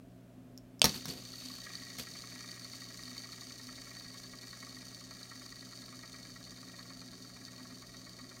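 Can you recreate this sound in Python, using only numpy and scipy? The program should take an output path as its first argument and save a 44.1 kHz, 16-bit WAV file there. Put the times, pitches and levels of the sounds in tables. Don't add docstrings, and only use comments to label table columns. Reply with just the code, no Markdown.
import sys
import numpy as np
from scipy import signal
from scipy.fft import rfft, irfft, next_fast_len
from scipy.io import wavfile
from scipy.ndimage import map_coordinates

SR = 44100
rng = np.random.default_rng(int(sys.argv[2]) if len(sys.argv) > 2 else 0)


def dump(signal):
    limited = np.clip(np.atleast_2d(signal).T, -1, 1)
    pcm = np.round(limited * 32767).astype(np.int16)
    wavfile.write(sys.argv[1], SR, pcm)


N = 370440

FLICK_S, LET_GO_S, CHANGE_S = .84, 1.606, 0.036

LEAN, ROCK, GRAZE, BEAT = (1, .89), (2, .655), (2, .41), (2.885, .55)
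WARBLE_ONCE, WARBLE_TWICE = (1, .21), (2, .8)
WARBLE_ONCE_SHARE, WARBLE_TWICE_SHARE = .015, 0.0092
INNER_LOAD, INNER_PASS, OUTER_PASS = (4.885, .94), (4.885, .03), (3.115, .06)

CRUISE_TURNS_PER_S = 10
RING_LEVEL, HISS_LEVEL, SKID_LEVEL = (-55.5, 0.87), (-57.5, 1.2), (-78, 5)
LOW_RATTLE_LEVEL, HIGH_RATTLE_LEVEL = (-64.5, 0.14), (-62.5, 1.17)
HELD_LOW_DB, HELD_HIGH_DB, HELD_HISS_DB = -2, -7.5, -2
# (rate [times per s], place of the peak [0-1])
WOBBLE = (1.36, .28)
WOBBLE_DB = 1.5
JOG_DB, SETTLE_S = 3, 0.47
CATCH_CHANCE, CATCH_DB = .06, -40

# (frequency [Hz], width [Hz], relative level [dB])
BEARING_MODES = [(3088, 190, -10), (3180, 160, -12), (3732, 137, -4), (4100, 170, -12), (4160, 190, -13),
                 (4504, 154, 5.5), (4900, 150, -4)]
# (frequency [Hz], width [Hz], relative level [dB])
LOADED_RACE_MODES = [(4075, 190, -5.5)]
# (frequency [Hz], relative density [dB per Hz])
HISS_COLOUR = [(500, -24), (2700, -12.5), (4300, -9), (5200, -2.5), (6200, 2), (7000, -2), (7700, -11.5),
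               (8300, -5.5), (9500, -8.5), (10500, -16), (11700, -15.5), (13000, -15.5), (14600, -12),
               (16000, -19)]
# (frequency [Hz], relative density [dB per Hz])
THUD_COLOUR = [(20, -37), (32, -15), (60, -13), (160, 0.5), (300, -4), (500, -9.5), (900, -21), (2000, -34),
               (6000, -58)]


def from_db(db):
    return 10 ** (np.asarray(db) / 20)


def rms_one(x):
    return x / np.sqrt(np.mean(x ** 2) + 1e-20)


def in_time(rows):
    s, *columns = np.transpose(rows)
    return [np.interp(np.arange(N) / SR, s, c) for c in columns]


def after(s):
    return np.clip((np.arange(N) / SR - s) / CHANGE_S, 0, 1)


def drift(rate):
    knots = np.arange(N) / SR * rate
    return rms_one(np.interp(knots, np.arange(4096), rng.standard_normal(4096)))


def edge(x, hz, kind):
    sos = signal.butter(N=4, Wn=min(hz, .45 * SR), btype=kind, fs=SR, output="sos")
    return signal.sosfilt(sos, x)


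def coloured(x, spectrum):
    size = 2 * next_fast_len(N // 2 + SR // 10)
    hz, db = np.transpose(spectrum)
    bins = np.fft.rfftfreq(size, 1 / SR)
    gain = rms_one(from_db(np.interp(np.log(bins + 1), np.log(hz), db)))
    cepstrum = irfft(np.log(gain))[:size // 2]
    response = np.exp(2 * rfft(cepstrum, size) - cepstrum[0])
    return irfft(rfft(x, size) * response)[:N]


def resonate(x, modes):
    out = np.zeros(N)
    for k, (hz, width, db) in enumerate(modes):
        r = np.exp(-np.pi * width / SR)
        poles = [1, -2 * r * np.cos(2 * np.pi * hz / SR), r * r]
        gain = (-1) ** k * from_db(db) * (1 - r * r) / 2
        out += gain * signal.lfilter([1, 0, -1], poles, x)
    return out


def grit(per_s, spread_db):
    sizes = from_db(spread_db * np.minimum(rng.exponential(1, N), 4)) * rng.choice([-1, 1], N)
    return rms_one(sizes * (rng.random(N) < per_s / SR))


def clicks_at(rows):
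    out = np.zeros(N)
    for s, db in rows:
        out[round(s * SR)] = from_db(db)
    return out


def scrapes(kicks, length_s):
    decay = np.exp(-1 / (length_s * SR))
    return signal.lfilter([1], [1, -decay], kicks + 1e-18) * rng.choice([-1, 1], N)


def swing(position, cycle):
    rate, place = cycle
    return np.cos(2 * np.pi * (rate * position - place))


def at_speed(level, speed):
    cruise_db, slope_db = level
    return cruise_db + slope_db * (speed - CRUISE_TURNS_PER_S)


def room(x, wet_db):
    t60_s = 0.12
    age = np.arange(SR // 2) / SR
    tail = rng.standard_normal(len(age)) * 1000 ** (-age / t60_s) * (age > .002)
    tail = signal.lfilter(*signal.butter(1, 9000, fs=SR), tail)
    return x + from_db(wet_db) * signal.fftconvolve(x, tail / np.linalg.norm(tail))[:N]


def background():
    # (frequency [Hz], width [Hz], level [dB])
    hum_lines = [(120.2, 0.31, -60.5), (179.8, 1.46, -64), (254.2, 9.9, -60)]
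    # (frequency [Hz], relative density [dB per Hz])
    room_colour = [(20, -31), (35, -3.5), (48, 1.5), (80, -3.5), (150, -0.5), (280, 5.5), (330, -4),
                   (370, 1.5), (480, -9.5), (560, -4), (690, -4), (800, -16), (1500, -19), (5200, -28),
                   (16000, -32.5)]
    t = np.arange(N) / SR
    out = from_db(-59) * coloured(rng.standard_normal(N), room_colour)
    for hz, width, db in hum_lines:
        unsteady = np.clip(width / 8, 0, 1)
        sway = 1 - unsteady + unsteady * (drift(2 * width) + 1j * drift(2 * width))
        out += from_db(db) * rms_one(np.real(sway * np.exp(2j * np.pi * hz * t)))
    return out


def nail():
    # (time [s], level of the click [dB])
    nail_taps = [(.5768, -14.5), (.585, -26), (.795, -17)]
    # (frequency [Hz], width [Hz], relative level [dB])
    nail_modes = [(5350, 290, 5), (7000, 700, -6.5), (13500, 4500, -14.5)]
    return resonate(clicks_at(nail_taps), nail_modes)


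def touch():
    # (peak time [s], rise [s], decay [s], sliding [dB],
    # low handling rumble [dB], extra load on the bearing [dB])
    rubs = [(0.852, 0.011, 0.028, -55, -38, 5), (0.896, 0.0056, 0.029, -48.5, -59, 12.5),
            (.962, 0.019, .02, -45.5, -47.5, 2.5), (1.095, .014, .022, -47, -45.5, 8.5),
            (1.16, 0.034, 0.046, -62, -52.5, -3), (1.51, 0.16, 0.096, -56.5, -79, 2),
            (1.998, 0.01, .018, -41, -53, 3), (2.13, 0.027, 0.053, -72, -62, 2)]
    t = np.arange(N) / SR
    slide, rumble, load_db = np.zeros((3, N))
    for s, rise_s, decay_s, slide_db, rumble_db, press_db in rubs:
        fall = np.where(t < s, ((s - t) / rise_s) ** 2 / 2, (t - s) / decay_s)
        pressure = np.exp(-np.minimum(fall, 20))
        slide += from_db(slide_db) * pressure
        rumble += from_db(rumble_db) * pressure
        load_db += press_db * pressure
    return slide, rumble, load_db


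def fingers(slide, rumble):
    # (frequency [Hz], relative density [dB per Hz])
    skin_colour = [(200, -7), (1000, -8.5), (2000, -4), (4000, 0.5), (6500, -7), (9000, -6.5), (10700, -12),
                   (12500, -5), (14500, -8), (16000, -22)]
    slips = grit(per_s=2200, spread_db=4.5) * rms_one(from_db(3.6 * drift(110)))
    sliding = slide * coloured(slips, skin_colour)
    return sliding + rumble * coloured(rng.standard_normal(N), THUD_COLOUR)


def clacks():
    # (time [s], level of the burst [dB], t60 [s], thud relative to the clack [dB])
    clack_rows = [(0.8186, -29.5, 0.035, -11), (0.8424, -14, 0.022, -11), (0.8487, -23, 0.035, -19),
                  (0.8558, -10.5, 0.0048, -24), (0.8628, -40, 0.037, 6), (0.8766, -38, 0.054, 3.5),
                  (1.0554, -33.5, 0.02, -10), (1.985, -41, 0.027, -11)]
    # (frequency [Hz], relative density [dB per Hz])
    clack_colour = [(200, -9.5), (700, -1.5), (1300, -5), (2000, -6.5), (3000, -8), (3700, -4), (4500, 3),
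                    (5000, -4), (5600, 3.5), (7300, -14.5), (10000, -12.5), (12000, -11), (16000, -13)]
    chatter, thud, top = np.zeros((3, N))
    age = np.arange(SR // 5) / SR
    for s, db, t60, thud_db in clack_rows:
        start = round(s * SR)
        span = slice(start, start + len(age))
        burst = from_db(db) * 1000 ** (-age / t60) * rng.choice([-1, 1], (3, len(age)))
        chatter[span] += burst[0]
        top[span] += burst[1]
        thud[span] += from_db(thud_db) * burst[2]
    bright = from_db(-7) * edge(top, 9400, "high")
    return coloured(chatter, clack_colour) + coloured(thud, THUD_COLOUR) + bright


def snap():
    # (time [s], level of the click [dB])
    snap_clicks = [(.8175, -3), (.8183, -12), (.829, -22), (.8419, -38), (.8558, -23)]
    # (frequency [Hz], relative level [dB], t60 [s])
    arm_modes = [(627, -17.5, 0.04), (990, -38, 0.0074), (2350, -13.5, 0.0026), (3150, -3.5, 0.01),
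                 (3630, -9, 0.0069), (4540, -5, 0.0086), (6560, -9, 0.0034), (8460, -9, 0.0054)]
    clicks, out = clicks_at(snap_clicks), np.zeros(N)
    for k, (hz, db, t60) in enumerate(arm_modes):
        r, w = 1000 ** (-1 / (t60 * SR)), 2 * np.pi * hz / SR
        ringing = signal.lfilter([0, np.sin(w)], [1, -2 * r * np.cos(w), r * r], clicks + 1e-18)
        out += (-1) ** k * from_db(db) * ringing
    return out


def rattle(turns, low_db, high_db):
    # (frequency [Hz], width [Hz], relative level [dB])
    low_modes = [(630, 100, -12), (904, 29, -11.5), (1109, 31, -1.5), (1210, 51, -3.5), (1343, 102, -5.5)]
    # (frequency [Hz], width [Hz], relative level [dB])
    high_modes = [(1662, 29, -2.5), (1750, 92, -7), (1898, 55, 2), (2192, 68, -2.5), (2390, 120, -7)]
    rocking = swing(turns, ROCK) + 0.29 * swing(turns, LEAN)
    rocking += 0.5 * swing(turns, INNER_LOAD) + 0.26 * swing(turns, BEAT)
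    press = np.maximum(rocking + 0.13 * drift(45) - .3, 0)
    knocks = np.zeros(N)
    peaks = signal.find_peaks(rocking)[0]
    knocks[peaks] = from_db(16) * np.sqrt(press[peaks])
    contacts = grit(per_s=9000, spread_db=0.5)
    low = resonate(knocks + contacts * (0.93 * press + 0.26), low_modes)
    low = rms_one(edge(low, 1530, "low"))
    high = resonate(knocks + contacts * (0.67 * press + 0.35), high_modes)
    high = rms_one(edge(edge(high, 1550, "high"), 2500, "low"))
    return from_db(low_db) * low + from_db(high_db) * high


def passes(turns, cycle, scatter):
    per_turn, place = cycle
    passed = np.floor(per_turn * turns - place + scatter * drift(40))
    passed = np.maximum.accumulate(passed)
    return np.diff(passed, prepend=passed[0])


def ball_ticks(passing, uneven_db, length_s):
    strength = from_db(uneven_db * np.clip(rng.standard_normal(N), -2, 1.3))
    return rms_one(scrapes(passing * strength, length_s))


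def warble(ring, turns):
    stretch = WARBLE_ONCE_SHARE * swing(turns, WARBLE_ONCE)
    stretch += WARBLE_TWICE_SHARE * swing(turns, WARBLE_TWICE)
    return map_coordinates(ring, [np.arange(N) + np.cumsum(stretch)], order=3)


def races(turns, ring_db, hiss_db):
    inner = ball_ticks(passes(turns, INNER_PASS, scatter=.035), uneven_db=1.0, length_s=0.0013)
    outer = ball_ticks(passes(turns, OUTER_PASS, scatter=.064), uneven_db=2.0, length_s=0.0018)
    graze_db = 0.97 * swing(turns, GRAZE) + 1.0 * drift(70)
    ticks = from_db(-3.0) * inner + from_db(-2.5) * outer
    rolling = grit(per_s=9700, spread_db=1.0) + ticks
    rolling *= from_db(graze_db + 1.36 * swing(turns, LEAN))
    ring = resonate(rolling, BEARING_MODES) + resonate(ticks, LOADED_RACE_MODES)
    ring = rms_one(edge(warble(ring, turns), 5600, "low"))
    friction = grit(per_s=8200, spread_db=-0.5) + from_db(-6.5) * inner + from_db(-7.0) * outer
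    hiss = rms_one(coloured(friction * from_db(graze_db), HISS_COLOUR))
    return from_db(ring_db) * ring + from_db(hiss_db) * hiss


def hard_ticks(turns):
    # (time [s], level of the kick [dB])
    hard_rows = [(1.459, -28.5), (1.753, -29), (2.5146, -33), (2.8409, -37), (3.0344, -31), (3.179, -29),
                 (3.3198, -38), (3.4094, -34), (3.5208, -35), (4.9455, -36), (5.2297, -34), (7.4504, -34),
                 (7.7557, -36), (7.968, -37)]
    caught = passes(turns, OUTER_PASS, scatter=.064) * (rng.random(N) < CATCH_CHANCE)
    kicks = clicks_at(hard_rows) + caught * from_db(CATCH_DB)
    hard = scrapes(kicks, length_s=0.002)
    ring = from_db(6.5) * resonate(hard, BEARING_MODES + LOADED_RACE_MODES)
    return ring + from_db(-13) * coloured(hard, HISS_COLOUR)


def skid(level_db):
    grinding = rms_one(resonate(grit(per_s=1900, spread_db=8.0), [(3100, 1200, 0)]))
    return from_db(level_db) * edge(grinding, 4200, "low")


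def bearing(load_db):
    # (time [s], speed [turns per s])
    spin_curve = [(0.84, 12.6), (2, 12.174), (3, 11.825), (4, 10.743), (5, 10.126), (6, 9.47), (7, 8.886),
                  (8.4, 8.085)]
    t = np.arange(N) / SR
    speed, = in_time(spin_curve)
    turns = np.cumsum(speed) / SR
    held = 1 - after(LET_GO_S)
    wobble_db = WOBBLE_DB * (1 - held) * swing(t, WOBBLE)
    jog_db = JOG_DB * (1 - held) * np.exp(-np.abs(t - LET_GO_S) / SETTLE_S)
    low_db = at_speed(LOW_RATTLE_LEVEL, speed) + wobble_db + HELD_LOW_DB * held
    high_db = at_speed(HIGH_RATTLE_LEVEL, speed) + wobble_db + HELD_HIGH_DB * held + jog_db
    ring_db = at_speed(RING_LEVEL, speed) + load_db
    hiss_db = at_speed(HISS_LEVEL, speed) + load_db + HELD_HISS_DB * held
    skid_db = at_speed(SKID_LEVEL, speed) + load_db
    whir = rattle(turns, low_db, high_db) + races(turns, ring_db, hiss_db)
    return after(FLICK_S) * (whir + hard_ticks(turns) + skid(skid_db))


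def scene():
    slide, rumble, load_db = touch()
    hand = room(clacks() + fingers(slide, rumble), wet_db=-7.5)
    flick = room(nail() + snap(), wet_db=-16.5)
    toy = room(bearing(load_db), wet_db=-18.0)
    return (background() + hand + flick + toy)[None]


def record(dry):
    return signal.sosfilt(signal.ellip(10, .2, 80, 15850, fs=SR, output="sos"), dry)


dry = scene()
out = record(dry)
dump(out)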